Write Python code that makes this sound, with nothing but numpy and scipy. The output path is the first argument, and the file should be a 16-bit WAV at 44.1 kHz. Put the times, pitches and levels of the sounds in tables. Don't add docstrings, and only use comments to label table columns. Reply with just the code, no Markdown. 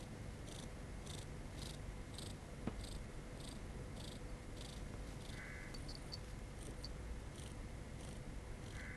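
import sys
import numpy as np
from scipy.fft import rfft, irfft, next_fast_len
from scipy.io import wavfile
from scipy.ndimage import map_coordinates

SR = 44100
rng = np.random.default_rng(int(sys.argv[2]) if len(sys.argv) > 2 else 0)


def materialize(psi):
    bounded = np.clip(np.atleast_2d(psi).T, -1, 1)
    quanta = np.round(bounded * 32767).astype(np.int16)
    wavfile.write(sys.argv[1], SR, quanta)


N = 395136

# first and last larynx cycle in seconds, levels of hiss, upper hiss,
# rasp and whistle in dB, whistle pitch in Hz, then swell to the middle, sag and closing snap in dB.
BREATHS = [ (0.008, 0.04, -47, -55, -49.5, -54, 8700, 11.5, 3.5, 4),
           (0.488, 0.639, -54.5, -63, -49.5, -59, 9100, 2, 0, 2),
           (1.074, 1.229, -52, -61, -49.5, -54, 8340, 3, 1.5, 2.5),
           (1.594, 1.749, -51, -55, -53, -57.5, 8440, 5.5, 0, 4.5),
           (2.154, 2.312, -51, -55, -62, -49, 8650, 4, 0.5, 0),
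           (2.812, 2.965, -55.5, -55.5, -65, -53.5, 8600, 6, 1, 5.5),
           (3.376, 3.566, -56, -56.5, -66, -54.5, 8700, 12, -0.5, 5.5),
           (3.978, 4.169, -53, -57, -62, -56, 8500, 4, 1.5, -0.5),
           (4.585, 4.780, -54, -57, -56.5, -59, 8300, 3.5, 3, 1),
           (5.223, 5.383, -56, -60.5, -61, -64, 9250, 2, 1.5, 5),
           (5.785, 6.105, -75, -73, -79, -59, 9550, -1, 0, 2),
           (6.591, 6.709, -59, -63, -54.5, -51, 9200, 11, -0.5, 5),
           (6.789, 6.829, -68, -72, -68, -53, 9300, 5.5, -3, 2),
           (7.359, 7.518, -56.5, -62.5, -54, -54.5, 9300, 5, 0.5, 4),
           (8.011, 8.17, -60.5, -66, -53.5, -59, 9200, 2.5, 3, 2.5),
           (8.642, 8.853, -60.5, -61.5, -54.5, -72, 9350, 6, 1, 3)]
FLUTTER_HZ = 26


def amp(db):
    return 10 ** (np.asarray(db) / 20)


def unit(x):
    return x / np.sqrt(np.mean(x ** 2) + 1e-20)


def wobble(rate, size=N):
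    knots = rng.standard_normal(int(size * rate / SR) + 4)
    return map_coordinates(knots, [np.arange(size) * rate / SR])


def filtered(x, response):
    size = next_fast_len(len(x) + 8192)
    return irfft(rfft(x, size) * response(np.fft.rfftfreq(size, 1 / SR)), size)[:len(x)]


def noise(points, size=N, shift=1):
    freqs, db = np.transpose(points)
    white = rng.standard_normal(size)
    return unit(filtered(white, lambda hz: amp(np.interp(np.log(hz + 1), np.log(freqs * shift), db))))


def resonate(x, modes):
    return filtered(x, lambda f: sum(amp(db) * 1j * f * width / (hz * hz - f * f + 1j * f * width)
                                     for hz, width, db in modes))


def add(track, s, sound):
    start = round(s * SR)
    part = sound[max(-start, 0):max(len(track) - start, 0)]
    track[max(start, 0):][:len(part)] += part


def swell(t, middle, length):
    return np.exp(-2 * ((t - middle) / length) ** 2)


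def room(air_db=-54, hiss_db=-70, rumble_db=-59, growth_db_per_s=0.7):
    # frequency in Hz, level in dB.
    air_spectrum = [(12, -32), (20, -12), (43, -4), (149, -10.5), (170, -16), (199, -11), (389, -18.5),
                    (457, -22), (495, -18), (536, -24), (581, -22), (1050, -26.5), (2100, -31), (2810, -35),
                    (11900, -54.5), (15500, -76)]
    t = np.arange(N) / SR
    air = amp(air_db + 0.21 * wobble(1.8)) * noise(air_spectrum)
    hiss = amp(hiss_db) * noise([(500, -12.5), (1650, 1), (2000, 10.5), (2220, 4.5), (2420, -4.5),
                                 (6000, 0.5), (10000, 1), (11200, 0), (12000, -23)])
    jostle_db = 10 * swell(t, middle=3, length=0.3)
    handling = amp(rumble_db + jostle_db + growth_db_per_s * (t - t.mean()) - wobble(4))
    rumble = noise([(10, -17), (30, 8), (45, 1), (80, -10), (160, -30), (500, -61), (2000, -90)])
    return air + hiss + handling * rumble


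def drone(climb_s=(6.2, 7.1), drift_rad=0.83, waver_db=3):
    t = np.arange(N) / SR
    hz = np.interp(t, climb_s, (48.5, 57))
    db = np.interp(t, climb_s, (-59.5, -56))
    phase = 2 * np.pi * np.cumsum(hz) / SR + drift_rad * wobble(6)
    return np.sqrt(2) * amp(db + waver_db * wobble(7)) * np.sin(phase)


def motor(drift_rad=0.32, waver_db=0.73):
    # frequency in Hz, level in dB.
    hum = [(100, -62), (145.3, -62), (214, -71.5), (500.3, -68), (580, -76), (1000, -80.5), (1701, -80.5),
           (2051, -81.5), (2144, -78)]
    t = np.arange(N) / SR
    return sum(np.sqrt(2) * amp(db + waver_db * wobble(4))
               * np.sin(2 * np.pi * hz * t + drift_rad * wobble(5)) for hz, db in hum)


def whirr_envelope(t, length, attack_s=0.11, sag_db_per_s=13, release_s=0.07):
    attack = np.clip(t / attack_s, 0, 1)
    sag = amp(-sag_db_per_s * np.maximum(t - attack_s, 0))
    return attack * sag * np.exp(-np.maximum(t - length, 0) / release_s)


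def casing(idle_db=-73.5, rattle_db=-6):
    # frequency in Hz, relative level in dB before the tilt.
    cluster = [(1160, -9), (1384, -21), (1502, -4), (1519, -6), (1568, -5), (1608, -3), (1672, -6),
               (1701, 0), (1793, -8), (1966, -7), (2007, -2.5), (2051, 0), (2144, -9), (2233, -7.5)]
    # frequency in Hz, level in dB.
    rattle = [(900, -36), (1350, -2.5), (1540, -9.5), (1680, -10), (1780, -1), (1900, 0.5), (2050, -1.5),
              (2220, -1.5), (2340, -19), (2800, -42)]
    # start and length in seconds, level in dB, tilt in dB per octave.
    whirrs = [(5.291, 0.37, -54, 4), (8.7, 0.24, -53.5, 2)]
    out, t = amp(idle_db) * noise(rattle), np.arange(SR) / SR
    for start, length, db, tilt in whirrs:
        tones = np.zeros(SR)
        for hz, tone_db in cluster:
            gain = amp(tone_db + tilt * np.log2(hz) + wobble(14.6, SR))
            tones += gain * np.sin(2 * np.pi * (hz * t + rng.random()) + wobble(21.5, SR))
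        whirr = unit(unit(tones) + amp(rattle_db) * noise(rattle, SR))
        add(out, start, amp(db) * whirr_envelope(t, length) * whirr)
    return out


def fur(light_db=-71, ease_db_per_s=0.2, grain_db=2):
    # middle and length in seconds, level in dB.
    strokes = [(1.63, 0.17, -63.5), (4.772, 0.16, -70), (5.097, 0.048, -65), (5.55, 0.99, -68),
               (6.29, 0.064, -67)]
    t = np.arange(N) / SR
    rustle = noise([(300, -22), (1000, 6), (3000, 6.5), (6000, 4.5), (12000, -2)])
    light = amp(light_db - ease_db_per_s * (t - t.mean()))
    firm = sum(amp(db) * swell(t, middle, length) for middle, length, db in strokes)
    return np.hypot(light, firm) * unit(rustle * amp(grain_db * wobble(160)))


def cloth(grain_db=1.5):
    # middle and length in seconds, level in dB.
    scuffs = [(3.76, 0.02, -53), (3.808, 0.024, -49.5), (4.955, 0.037, -61), (5.082, 0.025, -56),
              (6.684, 0.035, -51.5), (6.96, 0.025, -57)]
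    # frequency in Hz, level in dB.
    spectrum = [(50, -16), (130, 5), (250, 0), (450, 0.5), (800, -18.5), (1400, -23), (3000, -42)]
    t = np.arange(N) / SR
    pressure = sum(amp(db) * swell(t, middle, length) for middle, length, db in scuffs)
    return pressure * unit(noise(spectrum) * amp(grain_db * wobble(120)))


def knocks(attack_s=0.0005, snap_t60=0.022, tail_db=-22, tail_t60=0.24):
    # time in seconds, thud level in dB, snap level in dB.
    hits = [(2.671, -58, -45), (2.6742, -31, -44), (2.6835, -41, -47), (4.939, -42, -51)]
    # frequency in Hz, level in dB, seconds to fall by 60 dB.
    modes = [(118.6, -11, 0.15), (180, 3.5, 0.031), (222, -2, 0.038), (318, -11.5, 0.061),
             (440, -7.5, 0.069), (480, -23, 0.13), (690, -38, 0.018), (870, -23, 0.015), (1270, -21, 0.043),
             (2475, -31, 0.11), (2900, -32, 0.17), (3480, -33, 0.09)]
    # frequency in Hz, level in dB.
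    spectrum = [(200, -10), (550, 0), (1200, -2), (2000, -10), (3200, -17), (5000, -34), (12000, -50)]
    out, t = np.zeros(N), np.arange(SR // 3) / SR
    ring = sum(amp(db - 60 * t / t60) * np.cos(2 * np.pi * hz * t) for hz, db, t60 in modes)
    attack = 1 - np.exp(-t / attack_s)
    for start, thud_db, snap_db in hits:
        tail = amp(tail_db - 60 * t / tail_t60) * noise(spectrum, len(t))
        snap = amp(snap_db - 60 * t / snap_t60) * noise(spectrum, len(t))
        add(out, start, snap + amp(thud_db) * (tail - ring) * attack)
    return out


def buckle(decay_s=0.0019):
    # time in seconds, level in dB.
    ticks = [(2.455, -57), (5.741, -44), (5.745, -44), (6.135, -55), (6.245, -50.5), (6.390, -51.5),
             (6.836, -47)]
    spectrum = [(500, 3), (3000, -8), (8000, -9.5), (12000, -14)]
    out, t = np.zeros(N), np.arange(SR // 10) / SR
    for start, db in ticks:
        add(out, start, amp(db) * np.exp(-t / decay_s) * noise(spectrum, len(t)))
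    return out


def collar_bell(grip_s=5.82, grain_db=5, shell_hz=4150, fur_hz=7000, tail_db=-34, tail_s=0.038):
    # time in seconds, level in dB, settling time in seconds.
    jingles = [(4.288, -65, .005), (5.745, -49, 0.0079), (5.952, -41, 0.0013), (5.972, -64, .002),
               (6.134, -41, 0.0012), (6.139, -41, 0.004), (6.151, -52, 0.003), (6.8448, -41.5, 0.0035),
               (6.852, -48, 0.0065)]
    # start and length in seconds, level in dB.
    rolls = [(5.879, 0.05, -54.5), (6.117, 0.017, -54.5), (6.837, 0.01, -60)]
    # frequency and width in Hz, level in dB.
    modes = [(4534, 160, 31), (5000, 240, -2), (6050, 810, -21), (10700, 400, 6)]
    out, t = np.zeros(N), np.arange(SR // 10) / SR
    tail = amp(tail_db) * np.exp(-t / tail_s)
    moves = [(start, db, settle, np.exp(-t / settle) + tail) for start, db, settle in jingles]
    moves += [(start, db, length, np.sin(np.pi * np.minimum(t / length, 1)))
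              for start, length, db in rolls]
    for start, db, length, force in moves:
        contacts = rng.standard_normal(len(t)) * amp(grain_db * rng.standard_normal(len(t))) * force
        damping = 0.33 if start < grip_s else 1
        ring = resonate(contacts, [(hz, width * damping, level) for hz, width, level in modes])
        ring = filtered(ring, lambda f: 1 / (1 + (shell_hz / (f + 1)) ** 10) / (1 + (f / fur_hz) ** 2))
        add(out, start, amp(db) * np.sqrt(length * SR) * ring / np.linalg.norm(ring))
    return out


def puffs(t, times, width_s, db, rise=1):
    late = t - times[:, None]
    widths = width_s * np.where(late < 0, rise, 1)
    return np.sum(amp(db)[:, None] * np.exp(-0.5 * (late / widths) ** 2), axis=0)


def cycles(first, last):
    return np.linspace(first, last, round((last - first) * FLUTTER_HZ) + 1)


def narrowness(s):
    # time in seconds, narrowness from 0 (open) to 1.
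    curve = [(0.5, 0.42), (1.6, 0.1), (4.1, 0.32), (5.3, 0.35), (5.9, 0.92), (8.96, 1)]
    return np.interp(s, *np.transpose(curve))


def throb(level_db=-57, narrow_db=-1.5, exhale_hz=22.4, exhale_db=-2, scatter_db=0.5):
    # frequency in Hz, level in dB.
    chest = [(30, -20), (60, 4), (110, 4.5), (220, 1), (400, -4), (700, -8.5), (1200, -23), (2500, -31.5),
             (5000, -35.5)]
    pulses, t = np.zeros(N), np.arange(SR // 10) / SR - 0.05
    pair_s, pair_db = np.array([-0.02, 0]), np.array([-4, 0])
    next_starts = [breath[0] for breath in BREATHS[1:]] + [N / SR]
    for (first, last, hiss_db, _, rasp_db, whistle_db, *_), following in zip(BREATHS, next_starts):
        effort_db = 0.2 * max(hiss_db, rasp_db, whistle_db)
        count = max(round((following - last) * exhale_hz), 1)
        exhale = np.linspace(last, following, count + 1)[1:-1]
        for times, db in ((cycles(first, last), effort_db), (exhale, effort_db + exhale_db)):
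            for s in times:
                puff_db = db + pair_db + rng.normal(0, scatter_db, 2)
                add(pulses, s + t[0], puffs(t, pair_s, width_s=0.0066, db=puff_db))
    return amp(level_db + narrow_db * narrowness(np.arange(N) / SR)) * unit(pulses * noise(chest))


def nose(open_hz=3786, narrow_hz=3170, first_puff_db=-7, leak_db=-16, jitter_s=0.002, grain_db=0.9):
    # frequency in Hz, level in dB. Each breath shifts hiss and whistle from the centres below.
    hiss_shape = [(300, -5), (800, -4.5), (1800, -19), (2600, -13.5), (3250, 0.5), (3650, 6.5), (4250, -4),
                  (5150, -22), (5700, -16), (7500, -11.5), (12000, -14.5)]
    upper_shape = [(3000, -18), (4150, -8), (4700, -2), (5150, -9.5), (5600, -20.5), (12000, -26.5)]
    rasp_shape = [(4500, -11), (5350, -16.5), (5900, -2), (6600, -10.5), (7000, -9), (7600, -13),
                  (9600, -6.5), (12000, -25)]
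    whistle_shape = [(4000, -22), (6800, -20), (7700, -0.5), (8600, 6), (9250, -5.5), (9900, -20),
                     (10800, -9), (12000, -16)]
    hiss_centre_hz, whistle_centre_hz = 3650, 8600
    out, t = np.zeros(N), np.arange(SR // 2) / SR - 0.05
    for (first, last, hiss_db, upper_db, rasp_db, whistle_db, whistle_hz,
         swell_db, sag_db, snap_db) in BREATHS:
        shuts = cycles(first, last) - first
        progress = np.linspace(-1, 1, len(shuts))
        flow_db = -sag_db * progress - swell_db * np.abs(progress) ** 3
        narrow = narrowness(first)
        shift = (open_hz + narrow * (narrow_hz - open_hz)) / hiss_centre_hz
        shorten = 1 - 0.29 * narrow
        lead_s = 0.012 + 0.0056 * narrow ** 2
        opens = shuts - lead_s + rng.normal(0, jitter_s, len(shuts))
        opening_db = flow_db + first_puff_db * (shuts == 0)
        opening = puffs(t, opens, width_s=0.0059 * shorten, db=opening_db, rise=0.35)
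        closing = puffs(t, shuts, width_s=0.0016 * shorten, db=flow_db + snap_db, rise=1.34)
        leak = puffs(t, (opens + shuts) / 2, width_s=0.015, db=flow_db + leak_db)
        hiss = amp(hiss_db) * noise(hiss_shape, len(t), shift)
        hiss += amp(upper_db) * noise(upper_shape, len(t), shift)
        rasp = amp(rasp_db) * noise(rasp_shape, len(t))
        whistle = amp(whistle_db) * noise(whistle_shape, len(t), whistle_hz / whistle_centre_hz)
        dull = hiss * (opening + 0.3 * closing + leak)
        bright = (rasp + whistle) * (0.12 * opening + 0.5 * closing + leak)
        add(out, first + t[0], dull + bright)
    return out * amp(grain_db * wobble(600))


def scene():
    background = room() + drone() + motor() + casing()
    touches = fur() + cloth() + knocks() + buckle() + collar_bell()
    return (background + touches + throb() + nose())[None]


def record(dry, top_hz=11950):
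    return np.array([filtered(channel, lambda hz: hz < top_hz) for channel in dry])


dry = scene()
out = record(dry)
materialize(out)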